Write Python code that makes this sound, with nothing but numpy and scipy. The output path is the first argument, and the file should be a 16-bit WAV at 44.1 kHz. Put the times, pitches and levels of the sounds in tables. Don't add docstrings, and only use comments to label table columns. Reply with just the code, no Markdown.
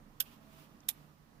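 import sys
import numpy as np
from scipy import signal
from scipy.fft import rfft, irfft, next_fast_len
from scipy.io import wavfile
from scipy.ndimage import uniform_filter1d, map_coordinates

SR = 44100
rng = np.random.default_rng(int(sys.argv[2]) if len(sys.argv) > 2 else 0)


def store_wav(level_fs):
    pcm = np.round(np.clip(np.atleast_2d(level_fs), -1, 1) * 32767)
    wavfile.write(sys.argv[1], SR, pcm.T.astype(np.int16))


def ratio_of_db(decibels):
    return 10 ** (np.asarray(decibels, float) / 20)


N = 61739


def unit(x):
    return x / np.sqrt(np.mean(x ** 2) + 1e-20)


def along(points, hz):
    f, v = np.transpose(points)
    return np.interp(np.log(hz + 1), np.log(f + 1), v)


def wobble(rate):
    knots = rng.standard_normal(int(N * rate / SR) + 4)
    return map_coordinates(knots, [np.arange(N) * rate / SR])


def filtered(x, response):
    n = x.shape[-1]
    m = next_fast_len(n + 8192)
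    return irfft(rfft(x, m) * response(np.fft.rfftfreq(m, 1 / SR)), m)[..., :n]


def dying(t60, length):
    hz, t, z = signal.stft(rng.standard_normal((2, length)), SR, nperseg=64)
    decay = ratio_of_db(-60 * t / along(t60, hz)[:, None])
    tail = signal.istft(z * decay, SR, nperseg=64)[1][:, :length]
    return tail / np.linalg.norm(tail[0])


def rush(gain, patchy_db):
    # hz, correlation
    alike = [(30, .97), (200, 0.97), (380, 0.21), (700, 0.54), (1290, -0.3), (3000, 0.011)]
    # hz, level_db
    lean = [(60, -7.5), (200, -7.5), (380, -3.5), (1290, -7.5), (2400, -5.5), (4400, -3.5), (8100, -2.5),
            (15000, -28.5)]
    z = signal.stft(rng.standard_normal((2, N)), nperseg=512)[2]
    field = uniform_filter1d(rng.standard_normal(z.shape[1:]), size=6, axis=0)
    field = uniform_filter1d(field, size=10, axis=1)
    pair = signal.istft(z * ratio_of_db(patchy_db * unit(field)), nperseg=512)[1][:, :N]

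    def mid_and_side(hz):
        angle = np.arccos(np.clip(along(alike, hz), -1, 1)) / 2
        return gain(hz) * np.array([np.cos(angle), np.sin(angle)])

    mid, side = filtered(pair, mid_and_side)
    ports = np.array([mid + side, mid - side])
    out = filtered(ports, lambda hz: ratio_of_db(np.outer([.5, -.5], along(lean, hz))))
    return out / np.std(out.mean(0))


def relay(pull, modes, case):
    # hz, t60_s
    case_t60 = [(1000, 0.07), (3000, 0.023), (6000, 0.022), (12000, 0.018)]
    # hz, t60_s
    ring_t60 = [(1000, .03), (3300, .018), (9000, .026), (13000, .032)]
    scatter_db, case_db, rise_s = 1.5, 6, .0005
    fade_db_s = [247, 0]
    n = SR // 8
    t = np.arange(n) / SR
    hz, level = np.transpose(modes)[:, :, None]
    decay_db = 60 * t / along(ring_t60, hz)
    out = np.zeros((2, N))
    for start_s, level_db in pull:
        level_chance, phase_chance = rng.standard_normal((2, len(hz), 1))
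        envelope = ratio_of_db(level + scatter_db * level_chance - decay_db)
        ring = [(envelope * np.sin(2 * np.pi * hz * t + spread * phase_chance)).sum(0)
                for spread in (3, 2)]
        rattle = filtered(20 * dying(case_t60, n), lambda f: ratio_of_db(along(case, f) + case_db))
        strength = ratio_of_db(level_db - np.outer(fade_db_s, t)) * (1 - np.exp(-t / rise_s))
        out[:, round(start_s * SR):][:, :n] += strength * (ring + rattle)
    return out


def relays():
    # start_s, level_db
    pull_a = [
        (.2000, -55),
        (.2010, -39),
        (.2021, -27),
        (.2036, -28),
        (.2047, -28.5),
        (.2066, -30),
        (.2098, -42),
        (.2132, -37),
        (.2178, -51),
        (.2232, -44),
    ]
    # start_s, level_db
    pull_b = [
        (.8835, -65),
        (.8846, -41),
        (.8854, -29),
        (.8867, -34.5),
        (.8884, -20),
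        (.8903, -31.5),
        (.8942, -39.5),
        (.8978, -31.5),
        (.9050, -39.5),
        (.9120, -44),
    ]
    # hz, level_db
    modes_a = [(780, -32), (1590, -9.5), (3060, -26), (3340, -8), (3640, -7.5), (4900, -17), (9430, -3),
               (10000, -26), (10650, -29), (11390, -1), (11800, -6), (12210, -2), (14630, -9), (15230, -4)]
    modes_b = [(800, -24.5), (1150, -29), (1800, -22), (2370, -20), (3400, -14.5), (3600, -14), (7700, -16),
               (9930, -8.5), (10630, -10.5), (11340, -5), (12900, -14), (13470, -7.5), (14000, -16),
               (14420, -6.5)]
    # hz, level_db (per Hz)
    case_a = [(500, -34), (2200, -21.5), (3200, 1.5), (4300, -13), (8700, -10.5), (11500, -3.5),
              (15000, -1), (16800, -34)]
    case_b = [(500, -47.5), (2800, -15), (3500, -4), (4500, -17.5), (8700, -12), (11000, -6), (14000, -4),
              (15700, -31)]
    # hz, level_db
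    shadow = [(700, -2.5), (1500, -4.5), (3300, -10.5), (5000, 4), (7500, -0.5), (9500, -11), (12000, -36),
              (15000, -50)]
    left_lead_s = .0009
    both = relay(pull_a, modes_a, case_a) + relay(pull_b, modes_b, case_b)

    def ports(f):
        left = ratio_of_db(along(shadow, f)) * np.exp(2j * np.pi * f * left_lead_s)
        return np.array([left, np.ones_like(f)])

    return filtered(both, ports)


def room_answer(box):
    # hz, t60_s
    room_t60 = [(1000, 0.12), (4000, 0.093), (14000, 0.13)]
    delayed = np.pad(box, ((0, 0), (300, 0)))
    return ratio_of_db(-23) * signal.fftconvolve(delayed, dying(room_t60, SR // 3), axes=1)[:, :N]


def sleeve():
    # time_s, level_db
    effort = [(0, -86), (.2, -78), (0.269, -63.5), (.36, -67.5), (.4, -76.5), (.43, -72), (.46, -74.5),
              (.52, -66), (.6, -63.5), (.65, -70), (.68, -73.5), (.8, -78.5), (.84, -79), (.9, -73),
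              (1, -69), (1.08, -78), (1.17, -106.5), (1.4, -96)]
    # hz, level_db (per Hz)
    cloth = [(240, -31), (400, -4), (663, -41.5), (761, -14.5), (1120, -5), (1690, -16), (2600, -9.5),
             (7030, -20), (15600, -26.5)]
    s, db = np.transpose(effort)
    swell_db = np.interp(np.arange(N) / SR, s, db) + 1.1 * wobble(39.1)
    return ratio_of_db(swell_db) * rush(lambda f: ratio_of_db(along(cloth, f)), patchy_db=0.6)


def ticks():
    # start_s, level_db, pitch_hz, t60_s, relative_width
    touches = [
        (.8045, -54, 5900, .010, .22),
        (.834, -62, 3150, .016, .2),
        (.255, -66, 2950, .35, .15),
    ]
    out = np.zeros((2, N))
    t = np.arange(SR // 5) / SR
    for start_s, level_db, pitch_hz, t60_s, width in touches:
        noise = rng.standard_normal((2, len(t)))
        puff = unit(filtered(noise, lambda f: 1 / (1 + ((f - pitch_hz) / (width * pitch_hz)) ** 4)))
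        puff = puff * ratio_of_db([[-3], [3]])
        out[:, round(start_s * SR):][:, :len(t)] += ratio_of_db(level_db - 60 * t / t60_s) * puff
    return out


def hum_band(hz, width_hz):
    return rush(lambda f: 1 / (1 + ((f - hz) / width_hz) ** 2), patchy_db=0.57)


def room_tone():
    # time_s, swell_db
    traffic = [
        (0, 4),
        (.15, -4),
        (.35, 1),
        (.6, 1.5),
        (.85, -2.5),
        (1.05, 0.5),
        (1.17, -12.5),
        (1.4, 1),
    ]
    # hz, level_db (per Hz)
    air = [(12, -42), (20, -10.5), (91, -8), (117, -10.5), (151, -10), (306, -8), (329, -14), (380, -15),
           (1500, -23.5), (1950, -24), (3300, -120)]
    # pitch_hz, width_hz, level_db
    hums = [
        (27.1, 3.6, -69),
        (149.65, 4.2, -67.5),
        (216.6, 27, -68),
    ]
    swell_db = np.interp(np.arange(N) / SR, *np.transpose(traffic))
    out = ratio_of_db(-63.5 + 0.41 * swell_db) * rush(lambda f: ratio_of_db(along(air, f)), patchy_db=0.8)
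    for (pitch_hz, width_hz, level_db), follows in zip(hums, (1.3, .3, .6)):
        out += ratio_of_db(level_db + follows * swell_db) * hum_band(pitch_hz, width_hz)
    return out


def motor_whine():
    middle_s, span_s = .54, .2
    passing = np.exp(-((np.arange(N) / SR - middle_s) / span_s) ** 4)
    return ratio_of_db(-75) * passing * hum_band(648, 12)


def microphone_hiss():
    # hz, level_db (per Hz)
    hiss = [(710, -7.5), (1200, -3), (1540, -14.5), (2010, -11.5), (2210, -11.5), (4400, -15), (5390, -15),
            (7440, -20), (15600, -29)]
    return ratio_of_db(-71.5) * rush(lambda f: ratio_of_db(along(hiss, f)), patchy_db=1.4)


def scene():
    box = relays()
    background = room_tone() + motor_whine() + microphone_hiss()
    return box + room_answer(box) + sleeve() + ticks() + background


def top_cut(x):
    return signal.sosfilt(signal.butter(12, 16850, fs=SR, output="sos"), x)


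def record(dry):
    top_hz, edge_hz, above_db = 15650, 50, -42

    def low_pass(f):
        return ratio_of_db(above_db / (1 + np.exp(np.clip((top_hz - f) / edge_hz, -50, 50))))

    mix = filtered(dry, low_pass)
    return top_cut(mix)


dry = scene()
out = record(dry)
store_wav(out)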